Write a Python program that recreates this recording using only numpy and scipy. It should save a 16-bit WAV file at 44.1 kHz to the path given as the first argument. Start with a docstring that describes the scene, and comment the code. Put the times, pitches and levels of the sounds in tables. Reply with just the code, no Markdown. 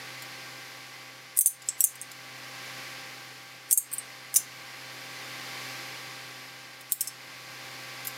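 """The fans of an idling 3D printer whirr steadily: rushing air, blade tones, a thin whine.
Over them a thin steel tool picks support struts off a small plastic part. Each strut is scratched,
cracks, crumbles for a few milliseconds and rings; the print bed and a small room answer.
One microphone, whose gain control sinks around each cluster of snaps and swells between them."""
import sys
import numpy as np
from scipy import signal
from scipy.fft import rfft, irfft, next_fast_len
from scipy.io import wavfile
from scipy.ndimage import uniform_filter1d, minimum_filter1d

SR = 44100
rng = np.random.default_rng(int(sys.argv[2]) if len(sys.argv) > 2 else 0)


def pcm_store(signal):
    """Save signal as 16-bit PCM."""
    levels = np.round(np.clip(np.atleast_2d(signal), -1, 1) * 32767)
    wavfile.write(sys.argv[1], SR, levels.astype(np.int16).T)


N = 360297


def from_db(db):
    """Decibels to gain."""
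    return 10 ** (np.asarray(db) / 20)


def unit_rms(x):
    """Scale to rms 1."""
    return x / np.sqrt(np.mean(x ** 2) + 1e-20)


def unit_energy(x):
    """Scale to energy 1."""
    return x / np.sqrt(np.sum(x ** 2) + 1e-20)


def at_hz(points, hz):
    """Read a table on a log-frequency axis."""
    points_hz, values = np.transpose(points)
    return np.interp(np.log(np.maximum(hz, 1)), np.log(points_hz), values)


def band(x, low_hz, high_hz, order=2):
    """Causal band-pass."""
    sos = signal.butter(order, [low_hz, min(high_hz, .45 * SR)], "band", fs=SR, output="sos")
    return signal.sosfilt(sos, x)


def drift(rate_hz, hop=100):
    """Slow random wander, rms 1."""
    size = next_fast_len(N // hop + 2)
    hz = np.fft.rfftfreq(size, hop / SR)
    slow = unit_rms(irfft(rfft(rng.standard_normal(size)) / (1 + (hz / rate_hz) ** 2), size))
    return np.interp(np.arange(N) / hop, np.arange(size), slow)


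# Air spectrum. Each row: frequency in Hz, relative density in dB.
AIR_SPECTRUM = [(25, -32), (60, -17), (110, -14), (210, -8), (350, -3), (650, -4), (1350, -1.5), (2200, 3),
                (3300, -3), (4700, -1.5), (6200, -7.5), (8500, -15), (12500, -17.5), (16000, -25)]
# Peaks and hollows of ducts, frame and electronics. Each row: centre in Hz, width in Hz, gain in dB.
DUCT_RESONANCES = [(163, 14, 9), (330, 31, 4), (2050, 79, 4), (2030, 40, 2.5), (3800, 66, -5),
                   (5120, 71, 5), (5240, 83, -4.5), (7100, 140, 2.5), (10470, 1200, 4), (13450, 450, 1.5)]


def air_rush():
    """Air through the fans: broad noise coloured by the ducts; rms 1."""
    size = next_fast_len(N)
    hz = np.fft.rfftfreq(size, 1 / SR)
    ducts_db = sum(db / (1 + (2 * (hz - centre_hz) / width_hz) ** 2)
                   for centre_hz, width_hz, db in DUCT_RESONANCES)
    spectrum = rfft(rng.standard_normal(size)) * from_db(at_hz(AIR_SPECTRUM, hz) + ducts_db)
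    return unit_rms(irfft(spectrum, size)[:N])


def tones(lines, wobble, flutter_db=1.0):
    """Sines that waver together in pitch and separately in level."""
    warped_s = (np.arange(N) + wobble * np.cumsum(drift(rate_hz=2.99))) / SR
    out = np.zeros(N)
    for hz, db in lines:
        amplitude = np.sqrt(2) * from_db(db + flutter_db * drift(rate_hz=5.9))
        out += amplitude * np.sin(2 * np.pi * (hz * warped_s + rng.random()))
    return out


# Blade and motor tones. Each row: frequency in Hz, rms in dB re the whirr level.
BLADE_TONES = [(127.2, -11), (263.9, -16.5), (528, -14.5), (792.6, -12), (1056.8, -16), (1144.2, -11),
               (1585.3, -10), (1850, -17), (2289, -13.5), (3052, -19), (3560, -18)]
# Electronic whine with hum sidebands. Each row: frequency in Hz, rms in dB re the whirr level.
WHINE_TONES = [(13227, -33), (13356, -19), (13485, -29), (13738, -33), (13862, -30)]
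# Whirr level. Each row: time in seconds, level in dB.
WHIRR_LEVEL = [(0, -46.5), (0.5, -43.5), (1.1, -42), (1.6, -42.5), (2.6, -41), (3.6, -42), (4.5, -39.5),
               (5.6, -42), (6.3, -41.5), (7.7, -41.5), (8.17, -44.5)]


def fans(air_db=3.5):
    """Nearly steady whirr of air, blades and electronics."""
    air = from_db(air_db) * air_rush()
    blades = tones(BLADE_TONES, wobble=0.00119)
    whine = tones(WHINE_TONES, wobble=0.0003)
    level_db = np.interp(np.arange(N) / SR, *np.transpose(WHIRR_LEVEL))
    return from_db(level_db) * (air + blades + whine)


def clicks(size, per_s):
    """Impulses at random times, of random height."""
    return (rng.random(size) < per_s / SR) * rng.standard_normal(size)


def tool_scratch(length_s=0.027, rise_db=14.0):
    """The steel edge scrapes the printed layers, louder as pressure grows; energy 1."""
    before_s = np.arange(SR // 20)[::-1] / SR
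    grains = clicks(len(before_s), per_s=4000)
    pressure = (before_s < length_s) * from_db(-rise_db * before_s / length_s)
    return unit_energy(band(grains * pressure, low_hz=6900, high_hz=12500))


def scatter(t, per_s, start_s, decay_s):
    """Delayed, fading clicks; energy 1."""
    return unit_energy(clicks(len(t), per_s) * (t > start_s) * np.exp(-t / decay_s))


def through(x, response):
    """Convolve, keeping the length; energy 1."""
    return unit_energy(signal.fftconvolve(x, response)[:len(x)])


def fracture(t, crumble_db, echo_db=-2.0):
    """A sharp crack, smaller ones as the last fibres part, and echoes off bed, frame and hands."""
    impulse = t == 0
    crack = impulse + scatter(t, per_s=18000, start_s=0.0001, decay_s=0.00085)
    crumble = 0.37 * from_db(crumble_db) * scatter(t, per_s=6000, start_s=0.0015, decay_s=0.0031)
    echoes = from_db(echo_db) * scatter(t, per_s=5400, start_s=0.0023, decay_s=0.0063)
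    return through(crack + crumble, impulse + echoes)


def mode(t, hz, t60_s):
    """Damped oscillation; energy 1."""
    return unit_energy(np.cos(2 * np.pi * hz * t) * from_db(-60 * t / t60_s))


# Higher modes of the part. Each row: frequency in Hz, relative level in dB, T60 in seconds.
PART_MODES = [(6750, 7, 0.018), (6800, -8, 0.022), (8200, -20, 0.022), (8840, 18, 0.03), (9900, -19, .016),
              (11600, 4, 0.012), (11800, -6, .014), (12400, -10, .014), (14370, 20, 0.009),
              (15300, 24, 0.0091)]


def part_response(t, grip_detune=0.025, grip_spread_db=3.3, ring_db=-3):
    """A direct spike, then the ringing part; the grip shifts each mode's pitch and level."""
    ring = np.zeros(len(t))
    for hz, db, t60_s in PART_MODES:
        gain = from_db(db + grip_spread_db * rng.standard_normal())
        gripped_hz = hz * (1 + grip_detune * rng.standard_normal())
        ring += gain * mode(t, gripped_hz, t60_s)
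    return (t == 0) + from_db(ring_db) * unit_energy(ring)


def strut_ring(t, hz, t60_s=0.0081, split=0.039):
    """A nearly square strut bends in two directions at slightly different pitches."""
    return mode(t, hz * (1 - split), t60_s) - mode(t, hz * (1 + split), t60_s)


def knock(force, strength_db, lowest_hz, base_db=-19.5, tap_below_db=-24):
    """The part's low knock: stronger when a loose hold lowers its pitch or the touch is a mere tap."""
    upper = unit_energy(band(force, low_hz=2160, high_hz=6050))
    lower = unit_energy(band(force, low_hz=503, high_hz=2300))
    loose_db = -25.0 * np.log2(lowest_hz / 5300)
    tap_db = 0.95 * max(tap_below_db - strength_db, 0)
    return from_db(base_db + loose_db + tap_db) * (upper + 0.22 * lower)


# A crack's middle, high and top bands. Each entry: band edge in Hz.
CRACK_EDGES_HZ = [7000, 10000, 13000, 16500]


def snap(strength_db, lowest_hz, ring_hz, ring_db, bright_db, crumble_db):
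    """One strut breaks: its size sets the pitch; a more brittle break tilts toward the treble."""
    t = np.arange(SR // 18) / SR
    force = fracture(t, crumble_db)
    body = through(force, part_response(t))
    low_db = -5.5 - 0.6 * bright_db
    bands_db = (0, -0.5 + 0.48 * bright_db, -7.0 + bright_db)
    sound = sum(from_db(db) * unit_energy(band(body, low_hz, high_hz, order=3))
                for db, low_hz, high_hz in zip(bands_db, CRACK_EDGES_HZ, CRACK_EDGES_HZ[1:]))
    lowest_mode = through(force, mode(t, lowest_hz, t60_s=0.016))  # damped by the fingers
    low_band = unit_energy(band(body, lowest_hz, 1.26 * lowest_hz))
    sound += from_db(low_db) * unit_energy(lowest_mode + low_band)
    sound += from_db(ring_db) * through(force, strut_ring(t, ring_hz))
    # Below the lowest mode only the knock radiates.
    highpass = signal.ellip(5, 1, 40, 0.982 * lowest_hz, "high", fs=SR, output="sos")
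    return unit_energy(signal.sosfilt(highpass, sound)) + knock(force, strength_db, lowest_hz)


# Strut breaks. Each row: start in seconds, strength in dB, the part's lowest mode in Hz,
# strut ring in Hz, its share in dB, brightness in dB, crumbling in dB.
STRUT_BREAKS = [(0.2226, -42, 5140, 8200, -16, 2, -10), (1.373, -12, 6750, 11700, -8, 7, -1),
                (1.3895, 9, 6750, 8740, 4.5, 8.5, -9), (1.4095, 6.5, 6300, 11760, -7, 1, 8),
                (1.4597, 6, 6480, 9400, 1.5, -3, -12), (1.4715, -0.5, 6280, 11600, -10, 1, 0),
                (1.62, -37, 4930, 8200, -7, -7, 8), (1.6873, -12, 5350, 7980, 11, -13.5, -17),
                (1.806, -3.5, 5660, 8300, -0.5, 4.5, -2), (1.84, 1.5, 6440, 9200, -25, -1.5, 11),
                (1.8707, -20, 6100, 8200, -10, -18, -10), (1.955, -35, 5870, 7800, -3, 0, 1),
                (2.0147, -24, 6550, 8800, -13, -7, -5), (2.1163, -35.5, 5120, 8680, -14, -4, -4),
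                (3.7108, -8.5, 5620, 8600, -4, -1, -1), (3.7272, 6.5, 6470, 11400, -1.5, 0.5, 12),
                (3.775, -1, 6900, 8300, -16, -1, 1), (3.7766, 1, 6600, 9300, -15, -2, -1),
                (3.916, -30, 8300, 8800, 2.5, -3, 2), (3.929, -22.5, 8130, 8650, -9, 0, 10),
                (3.936, -19.5, 7800, 8860, -5, 1, -4), (3.9826, -19, 8330, 8660, 5.5, -20, -5),
                (4.3418, -17, 5300, 12500, -10, 1, -9), (4.35, -19, 5800, 8800, -16, -6, 1),
                (4.359, -7, 5140, 6210, 1, 2.5, 16), (4.3625, -6, 5940, 9820, 2, -2, -8),
                (4.367, -6.5, 5330, 6900, -1, 2, 3), (6.809, -37.5, 4800, 12800, -10, 1, 12),
                (6.9209, -3.5, 5200, 8500, 0, 12.5, 5), (7.0084, -11.5, 5420, 8200, -8, 0, -11),
                (7.0104, -13.5, 5300, 8300, 5, 7, 10), (7.0736, -20.5, 5320, 8200, -4, -6, 7),
                (8.0495, -36, 4950, 11970, -10, 14, 14), (8.0715, -27.5, 5130, 12300, 4, -1, -2)]


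def picked_struts(gain_db=26.0, scratch_db=-25.5):
    """The tool scratches each strut just before it snaps."""
    out = np.zeros(N + SR)
    for start_s, strength_db, *timbre in STRUT_BREAKS:
        scratch = from_db(scratch_db) * tool_scratch()
        sound = np.concatenate([scratch, snap(strength_db, *timbre)])
        at = max(int(start_s * SR) - len(scratch), 0)
        out[at:at + len(sound)] += from_db(strength_db + gain_db) * sound
    return out[:N]


# Room decay. Each row: frequency in Hz, T60 in seconds.
ROOM_DECAY = [(2000, 0.33), (8000, 0.15), (16000, 0.15)]


def room(x, wet_db=-14.5, onset_s=0.0085):
    """Short diffuse tail, dying sooner in the treble."""
    t = np.arange(SR // 2) / SR
    edges_hz = np.geomspace(1000, 17000, 8)
    tail = np.zeros(len(t))
    for low_hz, high_hz in zip(edges_hz, edges_hz[1:]):
        t60_s = at_hz(ROOM_DECAY, np.sqrt(low_hz * high_hz))
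        tail += band(rng.standard_normal(len(t)), low_hz, high_hz) * from_db(-60 * t / t60_s)
    build_up = 1 - np.exp(-(t / onset_s) ** 2)
    return from_db(wet_db) * signal.fftconvolve(x, unit_energy(tail * build_up))[:N]


def peak_follow(db, release_db_per_s):
    """Instant attack, constant-rate release."""
    ramp_db = release_db_per_s * np.arange(N) / SR
    return np.maximum.accumulate(db + ramp_db) - ramp_db


def auto_gain_db(x, limit_db=-14.5, ceiling_db=-25.5, glide_db_per_s=8):
    """Keyed by the top band: a quick duck after loud snaps, a slow look-ahead glide down and back."""
    power = uniform_filter1d(band(x, *CRACK_EDGES_HZ[2:]) ** 2, size=441)
    level_db = 10 * np.log10(np.abs(power) + 1e-12)
    held_db = -minimum_filter1d(-level_db, size=441)  # 10 ms peak hold
    delayed_db = np.pad(held_db, (SR // 140, 0), mode="edge")[:N]
    duck_db = peak_follow(np.maximum(delayed_db - limit_db, 0), release_db_per_s=59.5)
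    over_db = np.maximum(delayed_db - duck_db - ceiling_db, 0)
    after_db = peak_follow(over_db, glide_db_per_s)
    ahead_db = peak_follow(over_db[::-1], glide_db_per_s)[::-1]
    return -uniform_filter1d(duck_db + np.maximum(after_db, ahead_db), size=133)


def scene():
    """Fans, struts and room at one microphone, the same in both channels."""
    struts = picked_struts()
    return np.tile(struts + room(struts) + fans(), (2, 1))


def record(dry, peak_limit=0.9, cutoff_hz=15800):
    """Gain control, peak limiter, steep low-pass."""
    levelled = dry * from_db(auto_gain_db(dry[0]))
    limiter_gain = np.minimum(1, peak_limit / (np.abs(levelled[0]) + 1e-9))
    smooth_gain = uniform_filter1d(minimum_filter1d(limiter_gain, size=21), size=21)
    lowpass = signal.ellip(10, .1, 80, cutoff_hz, fs=SR, output="sos")
    return signal.sosfilt(lowpass, levelled * smooth_gain)


dry = scene()
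out = record(dry)
pcm_store(out)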